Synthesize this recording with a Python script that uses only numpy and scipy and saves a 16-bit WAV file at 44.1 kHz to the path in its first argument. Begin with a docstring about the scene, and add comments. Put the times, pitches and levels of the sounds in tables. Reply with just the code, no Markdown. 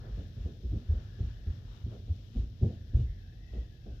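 """Footfalls from the floor above

Dull thumps, about three a second, come through the structure of a quiet room. Each blow bends
the ceiling for a cycle or two, sets the room's deep notes booming and knocks the boards.
Under them lie a low rumble, a weak hum, faint hiss, a wavering whine and soft, dull rustles,
one with a tiny squeak. A high hiss swells around the thumps, mostly on the left."""
import sys
import numpy as np
from scipy import signal
from scipy.fft import rfft, irfft
from scipy.io import wavfile

SR = 44100
rng = np.random.default_rng(int(sys.argv[2]) if len(sys.argv) > 2 else 0)


def wrap_up_sound(samples):
    """Save the sound to the file named by the first command line argument, as 16-bit audio."""
    columns = np.atleast_2d(samples).T
    # keep every value between -1 and 1, then stretch to whole-number steps
    tamed = np.clip(columns, -1, 1)
    steps = np.round(tamed * 32767).astype(np.int16)
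    wavfile.write(sys.argv[1], SR, steps)


N = 176400
TIME_S, FREQS_HZ = np.arange(N) / SR, np.fft.rfftfreq(N, 1 / SR)


def amp(db):
    """Turns decibels into a number to multiply a sound by."""
    return 10 ** (np.asarray(db) / 20)


def unit_level(sound):
    """Scales a sound so that its average strength (rms) is 1."""
    return sound / np.sqrt(np.mean(sound ** 2) + 1e-20)


def curve(points):
    """Joins a table's points to give a value at every frequency."""
    hz, value = np.transpose(points)
    return np.interp(np.log(FREQS_HZ + 1), np.log(hz + 1), value)


def pan(left_db):
    """Raises the left side and lowers the right; a negative number does the opposite."""
    return amp([[left_db], [-left_db]])


def drift(rate_hz):
    """A smooth random wander; a higher rate makes it quicker."""
    spectrum = rfft(rng.standard_normal(N))
    return unit_level(irfft(spectrum * np.exp(-(FREQS_HZ / rate_hz) ** 2), N))


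def fuzzy_tone(pitch_hz, width_hz):
    """A breathy tone: a band of noise around a pitch, unrelated on the left and right."""
    angle = 2 * np.pi * np.cumsum(pitch_hz * np.ones(N)) / SR
    return np.array([unit_level(drift(width_hz) * np.cos(angle) + drift(width_hz) * np.sin(angle))
                     for _ in range(2)])


# How alike left and right sound (1 is identical): frequency_hz, likeness
STEREO_LIKENESS = [(270, 0.97), (500, 0.97), (900, 0), (3000, 0)]

def noise(colour):
    """Stereo noise, alike on both sides in the bass; colour says how strong each frequency is."""
    left, unrelated = rfft(rng.standard_normal((2, N)))
    likeness = curve(STEREO_LIKENESS)
    right = likeness * left + np.sqrt(1 - likeness ** 2) * unrelated
    return unit_level(irfft(np.array([left, right]) * amp(curve(colour)), N))


# Colour of the room's rumble: frequency_hz, relative_db
RUMBLE_COLOUR = [(15, -60.5), (28, -22.5), (42, 6), (65, -5), (90, 2), (150, -10.5), (230, -20),
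                 (700, -35.5), (950, -54.5), (2000, -86.5)]

def rumble(start_db=-44, fade_db_per_s=1.02):
    """Deep noise that slowly gets quieter."""
    return amp(start_db - fade_db_per_s * TIME_S) * noise(RUMBLE_COLOUR)


# The tones in the hum: pitch_hz, level_db
HUM_TONES = [(86, -56), (113, -54), (231.5, -70)]

def hum(waver=0.24):
    """Three low tones that waver in loudness and pitch."""
    sound = np.zeros(N)
    for pitch_hz, level_db in HUM_TONES:
        loudness = np.sqrt(2) * amp(level_db) * (1 + waver * drift(rate_hz=9.5))
        sound += loudness * np.sin(2 * np.pi * pitch_hz * TIME_S + waver * drift(rate_hz=7.5))
    return sound


# Colour of the hiss on each side: frequency_hz, relative_db
LEFT_HISS_COLOUR = [(1100, -7.5), (1700, 4), (2250, -1), (3500, 8.5), (4700, 2), (5400, 5), (6800, -8.5),
                    (8000, -25.5), (12000, -14), (15500, -13.5)]
RIGHT_HISS_COLOUR = [(300, 20), (1100, -2.5), (1800, -2.5), (2400, -8), (5500, -12), (7000, -6.5),
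                     (9000, -15.5), (12500, -8.5), (15500, -12.5)]

def hiss(start_db=-64.5, fade_db_per_s=0.48, flicker_db=0.55):
    """Each microphone's own hiss, flickering slightly as it slowly fades."""
    sides = np.array([noise(LEFT_HISS_COLOUR)[0], noise(RIGHT_HISS_COLOUR)[1]])
    return sides * amp(start_db + flicker_db * drift(rate_hz=12) - fade_db_per_s * TIME_S)


# The path the whine glides along: time_s, pitch_hz, level_db
WHINE_PATH = [(0, 1636, -72.5), (.28, 1760, -75.5), (.46, 1650, -75), (.56, 1604, -89.5), (.95, 1601, -71),
              (1.5, 1740, -71.5), (1.9, 1620, -96.5), (2.6, 1764, -96.5), (2.68, 1770, -74),
              (3.02, 1560, -78.5), (3.075, 1964, -67.5), (3.15, 1920, -75), (3.216, 1620, -67.5),
              (3.331, 1790, -74), (3.421, 1950, -69), (3.57, 1938, -70.5), (3.68, 1780, -78),
              (3.92, 1520, -75)]
# Weaker tones that join the whine once it narrows: pitch_hz, relative_db
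WHINE_SIDE_TONES = [(725, -5), (2620, -9.5)]

def whine(narrows_at_s=3.2, echo_s=0.38):
    """A far, airy tone, broad at first and then narrow; its own echo overlaps each glide."""
    time_s, pitch_hz, level_db = np.transpose(WHINE_PATH)
    glide_hz = np.interp(TIME_S, time_s, pitch_hz)
    loudness = amp(np.interp(TIME_S, time_s, level_db))
    narrow = fuzzy_tone(glide_hz, width_hz=111)
    narrow += sum(amp(db) * fuzzy_tone(hz, width_hz=43) for hz, db in WHINE_SIDE_TONES)
    broad = fuzzy_tone(glide_hz, width_hz=300)
    tone = loudness * np.where(TIME_S < narrows_at_s, broad, narrow)
    echo = rng.standard_normal((2, SR)) * amp(-60 * TIME_S[:SR] / echo_s)
    echo /= np.linalg.norm(echo[0])
    return signal.fftconvolve(tone, echo, axes=1)[:, :N] * pan(left_db=2.5)


def swell(peak_s, width_s):
    """A smooth, bell-shaped rise and fall in loudness."""
    return np.exp(-0.5 * ((TIME_S - peak_s) / width_s) ** 2)


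def squeak(level_db=-77):
    """A brief, thin squeak during one of the rustles."""
    loudness = amp(level_db) * swell(peak_s=1.735, width_s=0.039)
    return loudness * fuzzy_tone(pitch_hz=3830, width_hz=190) * pan(left_db=8.5)


# When the rustles and the high hiss swell: peak_s, width_s, rustle_db, hiss_db
SWELLS = [(.045, 0.081, -64.5, -83), (.2, .05, -74.5, -73.5), (.44, 0.064, -70, -72.5),
          (.755, 0.07, -72.5, -75.5), (0.979, 0.086, -67, -74), (1.27, 0.087, -70.5, -72.5),
          (1.52, 0.053, -70, -74.5), (1.745, 0.077, -67, -73.5), (1.935, 0.03, -68, -77),
          (2.17, 0.15, -79, -76), (2.396, 0.042, -72, -72), (2.679, 0.095, -75.5, -73.5),
          (3.0, 0.047, -71, -70.5), (3.58, 0.065, -73, -73), (3.94, 0.08, -78, -78.5)]
# Colours of the rustles and of the high hiss: frequency_hz, relative_db
RUSTLE_COLOUR = [(200, -4), (700, 0), (1100, -0.5), (1380, 1.5), (1800, -4.5), (2500, -15), (9000, -57.5)]
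HIGH_HISS_COLOUR = [(1200, -9.5), (2300, 1.5), (2900, 7), (3700, 6.5), (4700, 0), (5500, 0), (7000, -6),
                    (8500, -20.5), (15500, -23.5)]

def rustles_and_high_hiss(flutter_db=0.5):
    """Soft, dull rustles, and a high hiss that swells around the thumps, mostly on the left."""
    rustle, high_hiss = np.zeros((2, N))
    for peak_s, width_s, rustle_db, hiss_db in SWELLS:
        rustle += amp(rustle_db) * swell(peak_s, width_s)
        high_hiss += amp(hiss_db) * swell(peak_s, width_s)
    rustle *= amp(flutter_db * drift(rate_hz=38))
    return (rustle * noise(RUSTLE_COLOUR) * pan(left_db=1.5)
            + high_hiss * noise(HIGH_HISS_COLOUR) * pan(left_db=8.5))


# One row for each knock of the boards: start_s, length_s, body_db, clack_db
BOARD_KNOCKS = [(0.035, 0.12, -58, -56.5), (0.175, 0.05, -44.5, -53), (0.364, 0.025, -52, -61),
                (0.455, 0.03, -44, -53), (0.636, 0.025, -49.5, -63.5), (0.718, 0.1, -43, -57),
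                (0.888, 0.2, -52.5, -57.5), (1.189, 0.058, -42.5, -57.5), (1.466, 0.029, -47, -61),
                (1.86, 0.025, -46, -61), (1.914, 0.096, -52, -55), (2.077, 0.074, -53.5, -62.5),
                (2.355, 0.064, -41, -58), (2.613, 0.016, -38.5, -56.5), (2.629, 0.012, -31, -42),
                (2.934, 0.17, -44.5, -58.5), (3.528, 0.14, -50.5, -55.5), (3.861, 0.05, -47, -55)]
# Colours of a knock's two parts: frequency_hz, relative_db
BODY_COLOUR = [(90, -45), (140, -0.5), (160, 3), (173, -11), (188, 0.5), (245, -1.5), (275, -8),
               (360, -10.5), (440, -19.5), (800, -79)]
CLACK_COLOUR = [(200, -54), (340, 2.5), (420, 2.5), (490, 0), (720, -6.5), (900, -23), (1400, -40),
                (6500, -46), (15000, -89)]

def knocks(rise_s=0.007, ring_s=0.28, echo_s=0.4, echo_db=-7):
    """The boards shudder under the blows: a woody body and a dull clack, then a short room echo."""
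    body_power, clack_power = np.zeros((2, N))
    for start_s, length_s, body_db, clack_db in BOARD_KNOCKS:
        rise = np.clip((TIME_S - start_s) / rise_s + 0.5, 0, 1)
        # A knock holds for 39% of its length before it starts to fade.
        fading_s = np.maximum(TIME_S - start_s - 0.39 * length_s, 0)
        ring = (1 - amp(echo_db)) * amp(-60 * fading_s / ring_s)
        echo = amp(echo_db - 60 * fading_s / echo_s)
        shape = rise * (ring + echo)
        body_power += (shape * amp(body_db)) ** 2
        clack_power += (shape * amp(clack_db)) ** 2
    return (np.sqrt(body_power) * noise(BODY_COLOUR)
            + np.sqrt(clack_power) * noise(CLACK_COLOUR) * pan(left_db=-2.5))


# The room's own deep notes: pitch_hz, relative_db, ring_s (time to fade by 60 dB)
ROOM_NOTES = [(37.3, -14, 0.44), (58.2, -16, 0.56), (86.4, -15.5, 0.57), (112.65, -5.5, 0.37),
              (155, -26, .35), (186, -7, 0.41), (258, -14.5, 0.18)]

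def room_boom(thumps):
    """The air in the room rings on at its own deep notes after each swing of the ceiling."""
    t = TIME_S[:SR]
    ring = sum(amp(db - 60 * t / ring_s) * np.cos(2 * np.pi * hz * t) * hz / SR
               for hz, db, ring_s in ROOM_NOTES)
    return signal.fftconvolve(thumps, ring)[:N]


# One row for each swing: a bend of the ceiling, or, for the rows at a few hundred Hz, a pitched ringing knock
# of the boards: peak_s, level_db, pitch_hz, rise_cycles
BLOW_SWINGS = [(0.14, -31, 49.7, 1.3), (.198, -33.5, 66, 0.93), (0.378, -35, 110, 1.1),
               (0.413, -33.5, 53.5, 0.82), (0.46, -28.5, 73.4, 1.3), (.652, -51, 370, 7.2),
               (0.659, -26.5, 60.8, 0.7), (0.71, -29, 52, 1.53), (.738, -37.5, 310, 3.4),
               (0.742, -29.5, 97.8, 2.15), (0.769, -27.5, 70, 0.79), (0.902, -18.5, 68.3, 0.59),
               (.928, -21, 70.7, 0.96), (0.969, -25, 53.6, 0.77), (1.213, -22.5, 72.4, 0.39),
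               (1.245, -27.5, 62, 0.57), (1.278, -28, 62, 0.38), (1.482, -24.5, 66, 0.69),
               (1.506, -26, 63.6, 0.63), (1.849, -25, 71.2, 0.62), (1.884, -36.5, 105.4, 1.48),
               (2.114, -22.5, 79.5, 1.27), (2.364, -37.5, 228.7, 2.55), (2.381, -23, 50.4, 0.71),
               (2.402, -26, 78, 0.78), (2.436, -31.5, 51.8, 0.98), (2.632, -16, 87.7, 0.61),
               (2.668, -31, 96.2, 3.3), (2.955, -13.5, 65.8, 0.47), (2.972, -21.5, 83, 0.56),
               (2.997, -19.5, 76.7, 0.43), (3.013, -22.5, 98, 0.85), (3.050, -28, 63.7, 2.04),
               (3.108, -31.5, 51, 1.05), (3.547, -36, 60.5, 1.9), (3.599, -29.5, 59, 1.27),
               (3.919, -38.5, 62, 2.3)]

def ceiling_thumps(fall_to_rise_ratio=1.09, low_cut_hz=32):
    """Each blow bends the ceiling in a swing that dies fast, and a few blows make the boards ring with a short
    pitched knock; the deepest bass never reaches the air."""
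    swings = np.zeros(N)
    for peak_s, level_db, pitch_hz, rise_cycles in BLOW_SWINGS:
        cycles = (TIME_S - peak_s) * pitch_hz
        width = np.where(cycles < 0, rise_cycles, rise_cycles * fall_to_rise_ratio)
        swings += amp(level_db) * np.cos(2 * np.pi * cycles) * np.exp(-(cycles / width) ** 2)
    low_cut = 1 - np.exp(-(FREQS_HZ / low_cut_hz) ** 4)
    return irfft(rfft(swings) * low_cut, N)


def scene():
    """Thumps with their boom and knocks, over the faint sounds of the room."""
    thumps = ceiling_thumps()
    footfalls = thumps + room_boom(thumps) + knocks()
    return footfalls + rustles_and_high_hiss() + squeak() + whine() + rumble() + hum() + hiss()


def record(dry):
    """Cuts away the very highest treble."""
    treble_cut = signal.firwin(511, cutoff=15600, window=("kaiser", 9), fs=SR)
    return signal.oaconvolve(dry, treble_cut[None], "same")


dry = scene()
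out = record(dry)
wrap_up_sound(out)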